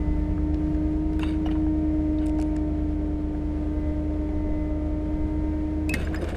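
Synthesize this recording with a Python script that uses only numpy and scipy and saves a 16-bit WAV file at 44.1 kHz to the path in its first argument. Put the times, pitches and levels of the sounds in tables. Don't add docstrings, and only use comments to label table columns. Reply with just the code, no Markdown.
import sys
import numpy as np
from scipy import signal
from scipy.fft import rfft, irfft, next_fast_len
from scipy.io import wavfile
from scipy.ndimage import uniform_filter1d

SR = 44100
rng = np.random.default_rng(int(sys.argv[2]) if len(sys.argv) > 2 else 0)


def voltage_ratio(level):
    return 10 ** (np.asarray(level, float) / 20)


def store_pcm(level_fs):
    pcm = np.round(np.clip(level_fs, -1, 1) * 32767).astype(np.int16)
    wavfile.write(sys.argv[1], SR, np.atleast_2d(pcm).T)


N = 280476
T = np.arange(N) / SR
TOP_HZ = 15250

# time in seconds, tooth rate in Hz, level in dB.
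PUMP_LOAD = [(0.05, 302, -31), (0.28, 303, -32), (0.6, 305.2, -27), (0.83, 307, -27), (1.12, 310.4, -28),
             (1.35, 310.6, -27.5), (1.6, 309.5, -25), (1.85, 308.8, -25), (2.1, 306.7, -25.5),
             (2.38, 307.3, -26), (2.85, 303, -29), (3.3, 302.3, -31), (3.8, 303.3, -31),
             (4.4, 304.3, -30.5), (4.95, 304.6, -31), (5.3, 307.2, -30), (5.9, 307.5, -29)]
# time in seconds, level in dB.
PUMP_FREED = [
    (5.945, -32),
    (5.97, -51),
    (6.07, -39),
    (6.11, -30),
    (6.2, -40),
    (6.36, -46),
]
RELEASE_S = PUMP_FREED[0][0]


def unit(x):
    return x / np.sqrt(np.mean(x ** 2) + 1e-20)


def curves(rows):
    s, *cols = np.transpose(rows)
    return [np.interp(T, s, c, left=c[0], right=c[-1]) for c in cols]


def wobble(rate):
    knots = rng.standard_normal(int(N * rate / SR) + 4)
    return np.interp(T * rate, np.arange(len(knots)), knots)


def swells(steady_db, rows):
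    t = T[::64]
    power = voltage_ratio(2 * steady_db)
    power = power + sum(voltage_ratio(2 * db) * np.exp(-((t - s) / half_s) ** 2) for s, half_s, db in rows)
    return np.interp(T, t, 10 * np.log10(power))


def noise(response):
    m = next_fast_len(N + 8192)
    spectrum = rfft(rng.standard_normal(N), m) * response(np.fft.rfftfreq(m, 1 / SR))
    return unit(irfft(spectrum, m)[:N])


def shape(points):
    hz, db = np.transpose(points)
    return lambda f: voltage_ratio(np.interp(np.log(f + 1), np.log(hz + 1), db))


def tone(turns, db):
    return np.sqrt(2) * voltage_ratio(db) * np.sin(2 * np.pi * (turns + rng.random()))


def stack(orders, turns, unsteady_db, rate):
    climb_s = (1.0, 4.85)
    height = np.interp(T, climb_s, (-.5, .5))
    out = np.zeros(N)
    for k, db, gain_db in orders:
        phase = round(k) * turns + .1 * wobble(2)
        out += tone(phase, db + gain_db * height + unsteady_db * wobble(rate))
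    return out


def engine(cycle):
    # multiple of the firing cycle, level half way up in dB, gain over the climb in dB.
    firing_orders = [(2, -57, -1), (3, -46, 1), (4, -51, -9), (5, -33, -2), (6, -46, -1), (7, -42, -7),
                     (8, -32, 1), (9, -53, 0), (11, -51, 7), (13, -53, -2), (14, -56, -3), (15, -52, -5),
                     (16, -44.5, -6), (17, -48, -5), (19, -45, -11), (20, -47, 6), (21, -57, 5),
                     (22, -51, 0), (24, -53.5, 0), (27, -58, -4), (28, -68, 15), (36, -55, -1),
                     (39, -63, 12), (42, -49, -2), (50, -62, 9), (54, -65, 6), (58, -61, 7), (63, -60, 8),
                     (66, -60, 8), (72, -69, 1)]
    crank_lead = 1.002
    return stack(firing_orders, crank_lead * cycle, unsteady_db=1.54, rate=6)


def pump_hum(teeth, loaded):
    level_db = curves([(s, db) for s, hz, db in PUMP_LOAD] + PUMP_FREED)[0]
    hum = tone(teeth, level_db + 0.47 * wobble(40))
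    # (time in seconds, half length in seconds, level in dB).
    blooms = [
        (2, -55, [(.2, 0.28, -51), (.8, 0.14, -47), (2.25, 0.47, -42.5), (3.95, 0.22, -43), (4.7, 0.37, -41), (5.45, 0.42, -48.5)]),
        (3, -55.5, [(0, 0.49, -53), (1.5, 0.77, -58), (2.4, 0.15, -50.5), (4.5, 0.27, -53), (5.4, 0.32, -51)]),
    ]
    (second, *second_db), (third, *third_db) = blooms
    dump_db = -1
    hum += tone(round(second) * teeth, swells(*second_db) + dump_db * (1 - loaded) + 0.92 * wobble(37))
    whine = tone(round(third) * teeth, swells(*third_db) + 1.0 * wobble(40))
    for k, db in [(4, -68), (5, -73), (6, -80), (7, -80), (8, -83)]:
        whine += tone(k * teeth, db + 3 * wobble(2.7))
    return hum + loaded * whine


def gear_whine(cycle):
    # (time in seconds, half length in seconds, level in dB).
    blooms = [(7, -78, [(.85, .25, -66), (2.8, .3, -68), (3.85, .25, -68), (5.4, .4, -66)]),
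              (10, -78, [(.15, .25, -69), (1.7, .3, -69), (2.65, .25, -68), (5, .7, -69)]),
              (3, -73, [(.7, 0.69, -54.5), (2.6, 1, -51.5), (4.3, .4, -66.5), (5.9, 0.18, -59)]),
              (8, -81, [(.3, 0.33, -67), (1.8, 0.31, -66.5), (2.7, 0.32, -67), (4.3, 0.6, -68.5),
              (5.5, 0.54, -68)]), (9, -70.5, [(.06, .1, -58.5), (.22, 0.13, -59.5), (.85, 0.11, -64),
              (2.3, 0.23, -63.5), (2.8, .15, -71.5), (3.8, 0.35, -64), (4.55, 0.3, -60),
              (5.35, 0.31, -60.5)])]
    # multiple, level half way up in dB, gain over the climb in dB.
    weak_orders = [(5, -78, -4), (6, -70, 0), (12, -82, 3), (14, -81, 2), (15, -82, 0)]
    mesh_per_cycle, backlash_meshes = 23.735, .012
    mesh = mesh_per_cycle * cycle + backlash_meshes * wobble(25)
    whine = stack(weak_orders, mesh, unsteady_db=3, rate=2.5)
    for k, db, rows in blooms:
        whine += tone(round(k) * mesh, swells(db, rows) + 2.8 * wobble(9))
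    return whine


def machine():
    free_s = T - RELEASE_S
    runup_hz_per_s, teeth_per_cycle = 30, 32
    tooth_hz = curves(PUMP_LOAD)[0] + runup_hz_per_s * np.maximum(free_s, 0)
    teeth = np.cumsum(tooth_hz) / SR
    cycle = teeth / teeth_per_cycle
    loaded = np.clip(-free_s * 50, 0, 1)
    return pump_hum(teeth, loaded) + loaded * gear_whine(cycle) + engine(cycle)


def add(out, s, modes, attack):
    longest_s = max(m[2] for m in modes)
    t = T[:int(SR * min(longest_s, .3) * 1.3) + 64]
    ring = sum(voltage_ratio(db - 60 * t / max(t60, .002)) * np.sin(2 * np.pi * hz * t) for hz, db, t60 in modes)
    part = out[round(s * SR):][:len(t)]
    part += (ring * (1 - np.exp(-t / attack)))[:len(part)]


def crowd(centre_hz, octaves, db, t60, count=22):
    place, size = rng.random((2, count))
    off = 4 * (np.arange(count) + place) / count - 2
    modes = []
    for hz, up, low in zip(centre_hz * 2 ** (octaves * off), off, size):
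        modes.append((hz, db + 2 - 3.0 * up * up - 6 * low - 99 * (hz > TOP_HZ), t60))
    return modes


def box_knocks(out):
    # time in seconds, peak in dB, low mode in Hz, high mode in Hz, low mode level in dB.
    knocks = [(0.379, -35.5, 1270, 1520, 1.5), (0.544, -43, 1290, 1650, -10),
              (0.7474, -35.5, 778, 1650, -11), (1.1942, -26, 725, 1530, -7), (1.1947, -36, 2500, 3600, 0),
              (1.2836, -39, 2300, 2860, 0), (1.335, -42, 1500, 2500, 0), (1.2317, -20, 990, 2760, -1),
              (1.4615, -34, 730, 2860, 12), (1.488, -29.5, 1290, 1890, -4), (1.5135, -30, 710, 2870, 2),
              (1.5535, -37, 954, 1510, 5.5), (1.562, -40, 950, 1500, 6), (1.666, -38, 740, 1570, 9),
              (2.185, -38.5, 1610, 3720, -34.5), (2.391, -34.5, 740, 1570, 9), (2.564, -34, 729, 1740, -10),
              (3.349, -34.5, 735, 1530, 0), (4.2906, -37, 754, 2160, 5), (6.073, -23, 746, 1630, -22),
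              (6.145, -18.5, 750, 1670, -13), (6.156, -29, 730, 2110, -14), (6.3474, -24.5, 710, 1580, -7)]
    t60_s = 0.026
    for s, db, low_hz, high_hz, low_db in knocks:
        modes = [(low_hz, db + low_db, 0.9 * t60_s), (high_hz, db - 0.5, 0.52 * t60_s)]
        modes += crowd(.8 * high_hz, .55, db - 18.0, 1.6 * t60_s)
        add(out, s, modes, attack=0.00058)


def grit_ticks(out):
    # time in seconds, peak in dB, bright half in dB, bright centre in Hz.
    ticks = [(0.5438, -37.5, -24, 9000), (0.7486, -43, -32, 9000), (1.1326, -41, -20.5, 9000),
             (1.1938, -38, -9, 9450), (1.232, -52, -22, 9000), (2.257, -51.5, -7.5, 8800),
             (2.2605, -39.5, -13, 8700), (2.2668, -34, -12, 8800), (2.2834, -42.5, -13, 6500),
             (2.287, -49, -8, 8700), (2.295, -36, -22, 7500), (2.3177, -53, -13, 9500),
             (2.352, -50, -20, 6000), (2.3872, -38, -20.5, 8500), (2.3994, -33, -18.5, 8000),
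             (2.4145, -35, -11, 8500), (2.4245, -34, -13, 7500), (2.562, -40, -18.5, 8200),
             (2.566, -41.5, -8.5, 6500), (5.893, -25.5, -10, 8920), (5.897, -37, -10.5, 8000),
             (5.9386, -18, -15, 10000), (5.9935, -43, -16, 9000), (6.0483, -43, -11.5, 9470),
             (6.133, -47, -11, 10000), (6.147, -37.5, -10, 10500), (6.16, -36, -20, 6000),
             (6.218, -46, -8, 10000), (6.212, -50, -8, 9000), (6.2425, -33, -17, 8000),
             (6.289, -38, -11, 8000), (6.293, -35, -14, 8000), (6.3013, -38, -17.5, 7000),
             (6.309, -43, -14, 7500), (6.3554, -43, -14, 8000)]
    rebounds_s = (0, .0004, .0008)
    for s, db, bright_db, bright_hz in ticks:
        t60_s = 0.0095 * 2 ** ((db + 40) / 22.5)
        for late_s in rebounds_s:
            fade_db = db - 12.5 - 3000 * late_s
            modes = crowd(4300, 0.46, fade_db, 0.9 * t60_s)
            modes += crowd(bright_hz, .21, fade_db + bright_db + 11.5, 0.75 * t60_s)
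            add(out, s + late_s, modes, attack=0.0002)


def wall_bumps(out):
    # time in seconds, level in dB, mode in Hz, t60 in seconds.
    bumps = [(5.989, -28, 189, 0.059), (6.221, -19, 338, 0.094), (6.24, -34, 410, 0.074),
             (6.33, -30, 303, 0.065)]
    for s, db, hz, t60 in bumps:
        add(out, s, [(hz, db, t60), (1.5 * hz, db - 10, t60)], attack=0.0031)


def lever_release(out):
    # time in seconds, level in dB, share of full ring time.
    detent, stop = [(5.8938, -26, 1)], [(5.9395, -20, 0.92)]
    # frequency in Hz, level in dB, t60 in seconds.
    rod, box = [(1658, -16, .05), (2582, 0, .3), (2522, 2.5, .05), (950, -14, .08), (5157, -36, .08)], [(245, 0, 0.068), (844, -12, 0.045), (1200, -19, 0.041), (1690, -10, 0.051),
                             (1890, 2, 0.039), (2110, 0.5, 0.055), (4600, -19, 0.04), (4940, -22, .03),
                             (7260, -18, 0.025)]
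    for blows, modes, rise_s in (detent, rod, .0015), (stop, box, .00032):
        for s, db, share in blows:
            add(out, s, [(hz, db + level_db, share * t60) for hz, level_db, t60 in modes], attack=rise_s)


def latch_jingle(out):
    # time in seconds, level in dB.
    shakes = [
        [(6.049, -47), (6.16, -39.5), (6.215, -49.5), (6.312, -61)],
        [(6.049, -44), (6.312, -56)],
        [(5.995, -51), (6.16, -60), (6.315, -60)],
        [(6.292, -58.5)],
        [(6.049, -59), (6.16, -66)],
        [(6.16, -63)],
        [(5.995, -64), (6.16, -64)],
    ]
    # link mode in Hz, t60 in seconds.
    links = [(5017, .07), (7250, .04), (8440, .07), (14500, .07), (12300, .04), (11500, .04), (13600, .07)]
    for blows, (hz, t60) in zip(shakes, links):
        for s, db in blows:
            add(out, s, [(hz, db, t60)], attack=0.0013)


def controls():
    out = np.zeros(N)
    for strike in box_knocks, grit_ticks, wall_bumps, lever_release, latch_jingle:
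        strike(out)
    return out


def hand():
    # time in seconds, half length in seconds, level in dB, brightness in dB per octave.
    rubs = [(1.21, 0.019, -52.5, 2.5), (1.233, 0.013, -42.5, -2.5), (1.281, 0.042, -48.5, 0),
            (1.466, 0.009, -43.5, -3), (1.515, 0.014, -48, -2), (1.351, .015, -58, -1),
            (1.56, .02, -52, -4), (2.225, 0.027, -52, -2), (2.411, .04, -59, 2), (5.947, 0.0075, -41, 4.5),
            (5.992, 0.036, -44, 0.5), (6.058, 0.039, -52, -0.5), (6.146, 0.026, -42, -6),
            (6.23, 0.025, -44, -1), (6.294, 0.024, -41.5, -2.5), (6.36, 0.016, -41.5, -1)]
    # frequency in Hz, width in Hz, level in dB.
    panel = [(1020, 630, 2), (1538, 380, 4.5), (2300, 450, 1.5), (2890, 480, -0.5), (3650, 520, -4),
             (4610, 730, -9.5), (6450, 1300, -12), (8440, 1100, -10.5), (10000, 1600, -19),
             (13700, 1800, -24.5)]
    grains = unit(voltage_ratio(2.5 * wobble(400)))
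    modes = np.array([voltage_ratio(db) * noise(lambda f: (f * w / (c * c - f * f + 1j * f * w)) ** 2)
                      for c, w, db in panel])
    octaves = np.log2(np.transpose(panel)[0] / 1500)
    grip_share = 0.58
    out = np.zeros(N)
    for s, half_s, db, tilt_db in rubs:
        near = slice(round((s - 4 * half_s) * SR), round((s + 4 * half_s) * SR))
        t = T[near]
        stroke = np.exp(-.5 * ((t - s) / np.where(t < s, grip_share * half_s, half_s)) ** 2)
        out[near] += stroke * (voltage_ratio(db - 8.0 + tilt_db * octaves) @ modes[:, near])
    return out * grains


def scuffs():
    # time in seconds, half length in seconds, level in dB, pitch in Hz.
    drags = [(1.23, .02, -46, 2700), (1.27, .03, -53, 2860), (1.24, .03, -50.5, 3700),
             (1.295, .02, -54, 3700), (1.29, .03, -57, 2260), (1.28, .035, -59, 4600),
             (1.345, .015, -58, 2500), (1.225, .02, -62, 6600), (1.245, .02, -64, 8300),
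             (1.295, .02, -66, 8500), (1.225, .025, -68, 10200), (1.29, .025, -70, 10000),
             (1.235, 0.01, -73.5, 13300), (1.275, .025, -75, 13900), (1.465, .009, -44, 2880),
             (1.462, .008, -60, 5600), (1.462, .008, -71, 12100), (1.556, .006, -59, 3000),
             (1.492, 0.009, -54, 1900), (1.512, .007, -47, 2900), (1.511, .006, -72, 11700),
             (2.235, .03, -64, 3000), (2.263, .004, -49.5, 8860), (2.564, .003, -60, 6800),
             (2.564, .003, -63, 8900), (2.29, .006, -64, 8800), (2.468, .01, -73, 9500),
             (5.896, .003, -58, 14500), (5.906, .006, -70, 14000), (5.941, .004, -55, 12200),
             (5.897, 0.004, -51, 7800), (5.95, 0.01, -62, 9800), (5.908, .008, -66, 7800),
             (5.905, .008, -62, 5000), (5.905, .008, -68, 10200), (6.0, 0.0091, -70, 13500),
             (6.022, .015, -70, 12400), (6.03, 0.033, -52, 1900), (5.957, .015, -57, 4300),
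             (5.955, .012, -68, 12000), (6.147, .004, -60, 12300), (6.193, .008, -65, 9300),
             (6.19, .04, -52, 1800), (6.22, .008, -56, 9200), (6.219, .004, -58, 6200),
             (6.222, .01, -68, 11900), (6.29, .04, -51.5, 1797), (6.148, .004, -52, 7200),
             (6.33, .01, -68, 9000), (6.255, .008, -70, 12500)]
    width_share, bite_share, grain_db = 0.09, .5, 2.5
    out = np.zeros(N)
    for s, half_s, db, hz in drags:
        near = np.flatnonzero(abs(T - s) < 3 * half_s)
        t = T[near]
        span = max(round(SR / (width_share * hz)), 2)
        sway = rng.standard_normal((2, SR // 3))
        sway = uniform_filter1d(uniform_filter1d(sway, span), span)[:, :len(near)]
        stroke = np.exp(-.5 * ((t - s) / np.where(t < s, bite_share * half_s, half_s)) ** 2)
        turn = 2 * np.pi * hz * t
        band = stroke * (sway[0] * np.cos(turn) + sway[1] * np.sin(turn))
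        out[near] += voltage_ratio(db) * unit(band) * np.sqrt(np.mean(stroke ** 2))
    return out * unit(voltage_ratio(grain_db * wobble(300)))


def exhaust_roar():
    # frequency in Hz, level in dB.
    spectrum = [(80, -120), (150, -8), (250, 0), (400, 0), (560, -5), (720, -6), (850, -19.5),
                (1100, -23.5), (1800, -47.5), (3000, -120)]
    # time in seconds, half length in seconds, level in dB.
    sways = [
        (5.947, 0.058, -44),
        (6.233, 0.025, -45),
        (6.36, 0.041, -44.5),
    ]
    freed_db = 3.5
    level_db = swells(-47.5, sways) + freed_db * (T > RELEASE_S)
    return voltage_ratio(level_db + 5.5) * noise(shape(spectrum)) * voltage_ratio(0.47 * wobble(20))


def wind():
    # time in seconds, buffet in dB, thump in dB.
    gusts = [(.07, -32, -38.5), (.36, -31, -52), (.69, -34.5, -36), (.85, -43, -52), (1.2, -30, -53),
             (1.659, -34, -57), (2.05, -45, -40), (3.9, -30, -43.5), (4.41, -29, -48), (4.55, -36, -42),
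             (4.7, -38, -50), (5.23, -27, -42), (5.38, -36, -38.5), (5.95, -38.5, -40), (6.04, -28, -45),
             (6.13, -44, -44)]
    # frequency in Hz, level in dB per Hz.
    buffet_shape, thump_shape = [(8, -8), (25, 0), (60, -5.5), (90, -5.5), (130, -38), (200, -120)], [(40, -120), (70, -13.5), (100, 3), (150, 3), (240, -9.5),
                                                 (300, -27.5), (500, -120)]
    gust_s, thump_s, calm_db, calm_thump_db = 0.064, 0.08, -41, -50
    buffet_db = swells(calm_db, [(s, gust_s, db) for s, db, _ in gusts])
    thump_db = swells(calm_thump_db, [(s, thump_s, db) for s, _, db in gusts])
    buffet = voltage_ratio(buffet_db - 0.5) * unit(noise(shape(buffet_shape)) * voltage_ratio(4.1 * wobble(12)))
    return buffet + voltage_ratio(thump_db - 0.3) * unit(noise(shape(thump_shape)) * voltage_ratio(1.6 * wobble(38)))


def valve_clatter():
    # frequency in Hz, level in dB.
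    spectrum = [(600, -36), (905, -7.5), (1140, -13.5), (2070, -14), (2580, -19.5), (3600, -24.5),
                (8620, -35.5), (12600, -41.5), (15200, -57)]
    # time in seconds, half length in seconds, level in dB.
    spells = [(.75, 0.16, -66.5), (5.95, 0.033, -57.5), (6.15, 0.14, -65.5), (6.29, 0.034, -60.5)]
    flutter = voltage_ratio(.6 * wobble(14) + .6 * wobble(2.5))
    return voltage_ratio(swells(-65, spells) + 9.5) * noise(shape(spectrum)) * flutter


def scene():
    handling = controls() + hand() + scuffs()
    air = exhaust_roar() + wind() + valve_clatter()
    return (machine() + handling + air)[None]


def band_limit(x):
    return signal.sosfilt(signal.butter(12, 15340, fs=SR, output="sos"), x)


def record(dry):
    limited = irfft(rfft(dry) * (np.fft.rfftfreq(N, 1 / SR) < TOP_HZ), N)
    mix = limited * np.minimum(T / .003, 1)
    return band_limit(mix)


dry = scene()
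out = record(dry)
store_pcm(out)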